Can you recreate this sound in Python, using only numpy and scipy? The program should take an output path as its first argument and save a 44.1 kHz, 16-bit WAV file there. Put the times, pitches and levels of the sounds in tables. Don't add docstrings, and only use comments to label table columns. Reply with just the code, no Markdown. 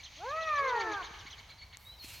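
import sys
import numpy as np
from scipy import signal
from scipy.fft import rfft, irfft
from scipy.io import wavfile
from scipy.ndimage import uniform_filter1d

SR = 44100
rng = np.random.default_rng(int(sys.argv[2]) if len(sys.argv) > 2 else 0)


def dump_mix(stems):
    frames = np.atleast_2d(stems).T
    limited = np.clip(frames, -1, 1)
    pcm = np.round(limited * 32767).astype(np.int16)
    wavfile.write(sys.argv[1], SR, pcm)


def convert_level_to_amplitude(level_db):
    exponent = np.asarray(level_db, float) / 20
    return 10 ** exponent


N = 97020
T = np.arange(N) / SR


def table(rows, hz):
    r = np.array(rows, float)
    return np.interp(np.log(np.maximum(hz, 1)), np.log(r[:, 0]), r[:, 1])


def unit(x):
    return x / np.sqrt(np.mean(x ** 2))


def shade(x, gain):
    return irfft(rfft(x) * gain(np.arange(N // 2 + 1) * SR / N), N)


def walk(rate_hz):
    return unit(shade(rng.standard_normal(N), lambda f: np.exp(-(f / rate_hz) ** 2)))


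def stereo_noise(gain, side_db=0):
    # freq_hz, level_db (side_db adds to it)
    side_width = [(60, -25.5), (110, -23.5), (200, -14.5), (380, -18.5), (700, -18), (1290, -11.5),
                  (2380, -12), (4400, -14), (8120, -9.5), (15000, -7)]
    mid = shade(rng.standard_normal(N), gain)
    side = shade(rng.standard_normal(N), lambda f: gain(f) * convert_level_to_amplitude(table(side_width, f) + side_db))
    return unit(np.array([mid + side, mid - side]))


def late_copy(x, delay_s, level_db):
    lag = int(delay_s * SR)
    return convert_level_to_amplitude(level_db) * np.pad(x, (lag, 0))[:N]


def echoes(x, near_db, wood_db, near_t60_s):
    wood_t60_s, low_hz, high_hz = 1.137, 500, 3630
    noise = stereo_noise(lambda f: f / np.hypot(f, low_hz) / (1 + (f / high_hz) ** 2), side_db=5.5)
    response = 0
    for t60_s, level_db, start_s in ((near_t60_s, near_db, .003), (wood_t60_s, wood_db, .04)):
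        onset = np.clip(T / start_s - 1, 0, 1)
        h = noise * convert_level_to_amplitude(-60 * T / t60_s) * onset
        response = response + convert_level_to_amplitude(level_db) * h / np.sqrt(np.mean(np.sum(h ** 2, axis=1)))
    return x + signal.fftconvolve(x[None], response, axes=1)[:, :N]


def air():
    # freq_hz, relative_db_per_hz
    floor_colour = [(12, -49), (20, -4.5), (70, 8), (104, 2), (197, -11.5), (386, -18), (942, -9.5),
                    (1560, -16.5), (2240, -18), (2880, -20), (4250, -18.5), (5030, -20.5), (6470, -25.5),
                    (8090, -32), (15800, -32.5)]
    # time_s, level_db
    chatter = [(0, -57), (.5, -57), (.9, -56), (1.3, -59), (1.6, -67), (2.2, -85)]
    floor_db = -57
    floor = stereo_noise(lambda f: convert_level_to_amplitude(table(floor_colour, f))) * convert_level_to_amplitude(floor_db + walk(16))
    blur = stereo_noise(lambda f: np.exp(-((f - 4200) / 900) ** 2)
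                        + 0.77 * np.exp(-((f - 6200) / 700) ** 2)
                        + 1.22 * np.exp(-((f - 2400) / 700) ** 2))
    return floor + blur * convert_level_to_amplitude(np.interp(T, *np.array(chatter).T) + walk(3))


def chirps(rows, arch):
    out = np.zeros(N)
    rise_s, fall_s, drop, roundness, harmonic_db, leg_fade_db = arch
    grain_db = 3
    grains = [convert_level_to_amplitude(db + grain_db * walk(220)) for db in harmonic_db]
    for top_s, top_hz, level_db in rows:
        i = np.arange(max(int((top_s - rise_s) * SR), 0), int((top_s + fall_s) * SR))
        leg = (T[i] - top_s) / np.where(T[i] < top_s, rise_s, fall_s)
        hz = top_hz * (1 - drop * np.abs(leg) ** roundness)
        phase = 2 * np.pi * np.cumsum(hz) / SR
        env = np.clip((1 - np.abs(leg)) / 0.048, 0, 1)
        tone = sum(grain[i] * convert_level_to_amplitude(-fade_db * leg ** 2) * np.sin((k + 1) * phase)
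                   for k, (grain, fade_db) in enumerate(zip(grains, leg_fade_db)))
        out[i] += convert_level_to_amplitude(level_db) * env * tone
    return out


def quick_bird():
    # top_s, top_hz, level_db
    quick_rows = [(.004, 2317, -56.5), (.257, 2180, -57.5), (.371, 2293, -53.5), (.483, 2229, -51.5),
                  (.535, 2100, -59), (.59, 2380, -51.5), (.65, 2100, -52.5), (.698, 2350, -52),
                  (.765, 2277, -53.5), (.812, 2315, -45.5), (.926, 2357, -52), (1.017, 2227, -60),
                  (1.04, 2260, -52), (1.152, 2205, -57), (1.273, 2265, -53.5), (1.391, 2275, -57),
                  (1.508, 2319, -57), (1.585, 2206, -68), (1.625, 2307, -56.5), (1.74, 2220, -56)]
    # rise_s, fall_s, pitch_drop_share, roundness, harmonic_1_to_3_db, leg_fade_1_to_3_db
    quick_arch = (.013, .012, .45, 2.3, (3, -1, -9), (12, -4, 5))
    return chirps(quick_rows, quick_arch)


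def slow_bird():
    # top_s, top_hz, level_db
    slow_rows = [(.042, 2164, -50), (.167, 2240, -54), (.295, 2177, -52), (.418, 2137, -50),
                 (.563, 2100, -49.5), (.683, 2174, -48.5), (.798, 2183, -49.5), (.923, 2182, -49.5),
                 (1.048, 2190, -51), (1.191, 2051, -53.5), (1.312, 2097, -50.5)]
    # rise_s, fall_s, pitch_drop_share, roundness, harmonic_1_to_3_db, leg_fade_1_to_3_db
    slow_arch = (.01, .024, .33, 1.45, (-12.5, -2, -2), (8, -5, 12))
    song = chirps(slow_rows, slow_arch)
    return song + late_copy(song, delay_s=.015, level_db=-11)


def voice(rows):
    # freq_hz, relative_db
    throat_colour = [(250, -6.5), (500, 1.5), (1000, -3), (1700, -32.5), (2500, 14.5), (2900, -4.5),
                     (4000, -25)]
    pitch_wobble, flutter_db, shimmer_db, rasp_db = .002, 1.2, 1.2, -23
    r = np.array(rows, float)
    times_s = r[:, 0]
    hz, *harmonic_db = (uniform_filter1d(np.interp(T, times_s, column), size=1400)
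                        for column in r[:, 1:].T)
    phase = 2 * np.pi * np.cumsum(hz * (1 + pitch_wobble * walk(19.2))) / SR
    strain_db = shimmer_db * np.interp(T, (.3, .6), (0, 1))
    tone = 0
    for k, db in enumerate(harmonic_db):
        level = np.sqrt(2) * convert_level_to_amplitude(db + flutter_db * walk(25) + strain_db * walk(190))
        tone = tone + level * np.sin((k + 1) * phase + k)
    breath = rng.standard_normal(N) * (1 + 0.18 * np.cos(phase))
    rasp = unit(shade(breath, lambda f: convert_level_to_amplitude(table(throat_colour, f))))
    effort = np.sqrt(sum(convert_level_to_amplitude(db) ** 2 for db in harmonic_db))
    gate = np.clip(np.minimum(T - times_s[0], times_s[-1] - T) / 0.0049, 0, 1)
    return (tone + convert_level_to_amplitude(rasp_db) * effort * rasp) * gate


def main_yowl():
    # time_s, pitch_hz, harmonic_1_to_4_db
    yowl_rows = [(0.17, 274.5, -70, -70, -92, -73), (0.226, 378.4, -62.5, -43, -52, -53.5),
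                 (0.25, 462, -47, -41.5, -57, -72), (0.27, 505.6, -41.5, -46, -49.5, -63.5),
                 (0.316, 585, -45.5, -38, -43.5, -53), (0.34, 625.7, -41, -37.5, -58.5, -66.5),
                 (0.39, 647.3, -46.5, -36, -41.5, -52), (0.46, 643.6, -45, -36.5, -45, -51.5),
                 (0.505, 613, -44, -32.5, -41.5, -46), (0.584, 570.2, -44.5, -32, -36, -46),
                 (0.652, 540.2, -40, -34, -41, -39.5), (0.746, 475.8, -44.5, -34.5, -41, -48),
                 (0.758, 470, -39, -35, -41.5, -39), (0.848, 445.6, -51.5, -38.5, -46, -42.5),
                 (0.908, 426, -42.5, -45, -41.5, -45.5), (0.962, 400.4, -55, -44.5, -43, -41.5),
                 (1.0, 376.4, -60, -54.5, -42, -41), (1.028, 344.1, -58, -45, -44, -59)]
    return voice(yowl_rows)


def whistles():
    # start_s, length_s, first_hz, target_hz, settling_s, level_db
    whistle_rows = [(0.451, 0.07, 5830, 5340, 0.045, -61.5), (0.507, 0.058, 3700, 3370, 0.16, -62),
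                    (1.488, 0.062, 4150, 4084, 0.019, -59.5), (1.579, 0.074, 5020, 4400, 0.0049, -59.5),
                    (1.85, 0.11, 3717, 4208, 0.096, -53), (1.88, 0.17, 4806, 6260, 0.15, -76.5),
                    (1.92, 0.046, 3144, 3065, 0.022, -64), (1.982, 0.02, 3080, 3120, 0.035, -71),
                    (1.988, 0.082, 5210, 4280, 0.0045, -51.5), (2.085, .115, 4193, 4275, 0.031, -61.5),
                    (2.085, 0.048, 2807, 2730, 0.022, -59.5)]
    throb_db, swell_db, attack_s, release_s = 2.5, 4, .003, .017
    out = np.zeros(N)
    throb = convert_level_to_amplitude(throb_db * walk(82))
    for start_s, length_s, first_hz, target_hz, settling_s, level_db in whistle_rows:
        t = np.arange(int(length_s * SR)) / SR
        env = np.clip(np.minimum(t / attack_s, (length_s - t) / release_s), 0, 1)
        swell = convert_level_to_amplitude(swell_db * np.sin(np.pi * t / length_s))
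        hz = target_hz + (first_hz - target_hz) * np.exp(-t / settling_s)
        i = int(start_s * SR)
        out[i:i + len(t)] += convert_level_to_amplitude(level_db) * env * swell * np.sin(2 * np.pi * np.cumsum(hz) / SR)
    return out * throb


def second_voice():
    # time_s, pitch_hz, harmonic_1_to_3_db
    under_rows = [(.6, 410, -62, -70, -70), (.622, 455, -47, -56, -64), (.66, 482, -45, -56, -62),
                  (.74, 458, -44, -41, -58), (.8, 408, -45, -42, -54), (.87, 345, -47, -48, -54),
                  (.92, 322, -48, -54, -60), (.955, 305, -60, -68, -68)]
    return voice(under_rows)


def soft_bumps():
    # centre_s, freq_hz, level_db
    bump_rows = [(1.111, 170, -46), (1.255, 292, -49), (2.046, 290, -45.5)]
    return sum(convert_level_to_amplitude(level_db) * np.exp(-((T - centre_s) / 0.0021) ** 2)
               * np.sin(2 * np.pi * hz * (T - centre_s)) for centre_s, hz, level_db in bump_rows)


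def dry_tick():
    # freq_hz, relative_db, t60_s
    mode_rows = [(2100, -19, 0.0066), (4140, -12, 0.0018), (7000, 8.5, 0.0014), (10700, -4, 0.0012)]
    start_s, level_db = 1.7711, -38
    t = np.maximum(T - start_s, 0)
    tick = sum(convert_level_to_amplitude(db - 60 * t / t60_s) * np.sin(2 * np.pi * hz * t) for hz, db, t60_s in mode_rows)
    return convert_level_to_amplitude(level_db) * tick * convert_level_to_amplitude(np.array([[2.5], [-2.5]]))


def cloth_brush():
    # time_s, level_db, boost_above_8_khz_db
    brush_rows = [(1.78, -84, 21.5), (1.81, -75.5, 17), (1.87, -84.5, 25.5), (1.97, -77, 13.5),
                  (2.021, -61, 7.5), (2.042, -49.5, 2), (2.072, -52.5, -25), (2.11, -50, -5.5),
                  (2.162, -51, 0), (2.2, -55, 3)]
    # freq_hz, relative_db_per_hz
    cloth_colour = [(800, -14.5), (2000, -6.5), (2250, 0), (2500, 0.5), (2800, 0), (3200, -4), (5500, -6.5),
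                    (7500, -10), (10000, -14.5), (13500, -9.5), (15500, -17.5)]
    time_s, level_db, boost_db = np.array(brush_rows, float).T
    cloth = stereo_noise(lambda f: convert_level_to_amplitude(table(cloth_colour, f)), side_db=-2)
    high = signal.sosfilt(signal.butter(4, 8000, "high", fs=SR, output="sos"), cloth)
    cloth = cloth + (convert_level_to_amplitude(np.interp(T, time_s, boost_db)) - 1) * high
    flicker_db = 1.25 * walk(58)
    cloth = cloth * convert_level_to_amplitude(np.interp(T, time_s, level_db, left=-120) + flicker_db)
    return cloth * convert_level_to_amplitude(np.array([[-.5], [.5]]))


def scene():
    birds = echoes(slow_bird() + quick_bird(), near_db=-7, wood_db=-10, near_t60_s=.06)
    birds = birds * convert_level_to_amplitude(np.array([[-.5], [.5]]))
    cats_dry = main_yowl() + second_voice()
    thin = shade(cats_dry, lambda f: 1 / (1 + (850 / (f + 1)) ** 6))
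    cats = echoes(cats_dry, near_db=-18.5, wood_db=-20, near_t60_s=.12)
    cats = cats + late_copy(thin, delay_s=.25, level_db=-21)
    notes = echoes(whistles(), near_db=-14, wood_db=-9.5, near_t60_s=.12)
    return air() + birds + cats + notes + soft_bumps() + dry_tick() + cloth_brush()


def roll_off(x):
    return signal.sosfilt(signal.butter(12, 16460, fs=SR, output="sos"), x)


def record(dry):
    return roll_off(dry)


dry = scene()
out = record(dry)
dump_mix(out)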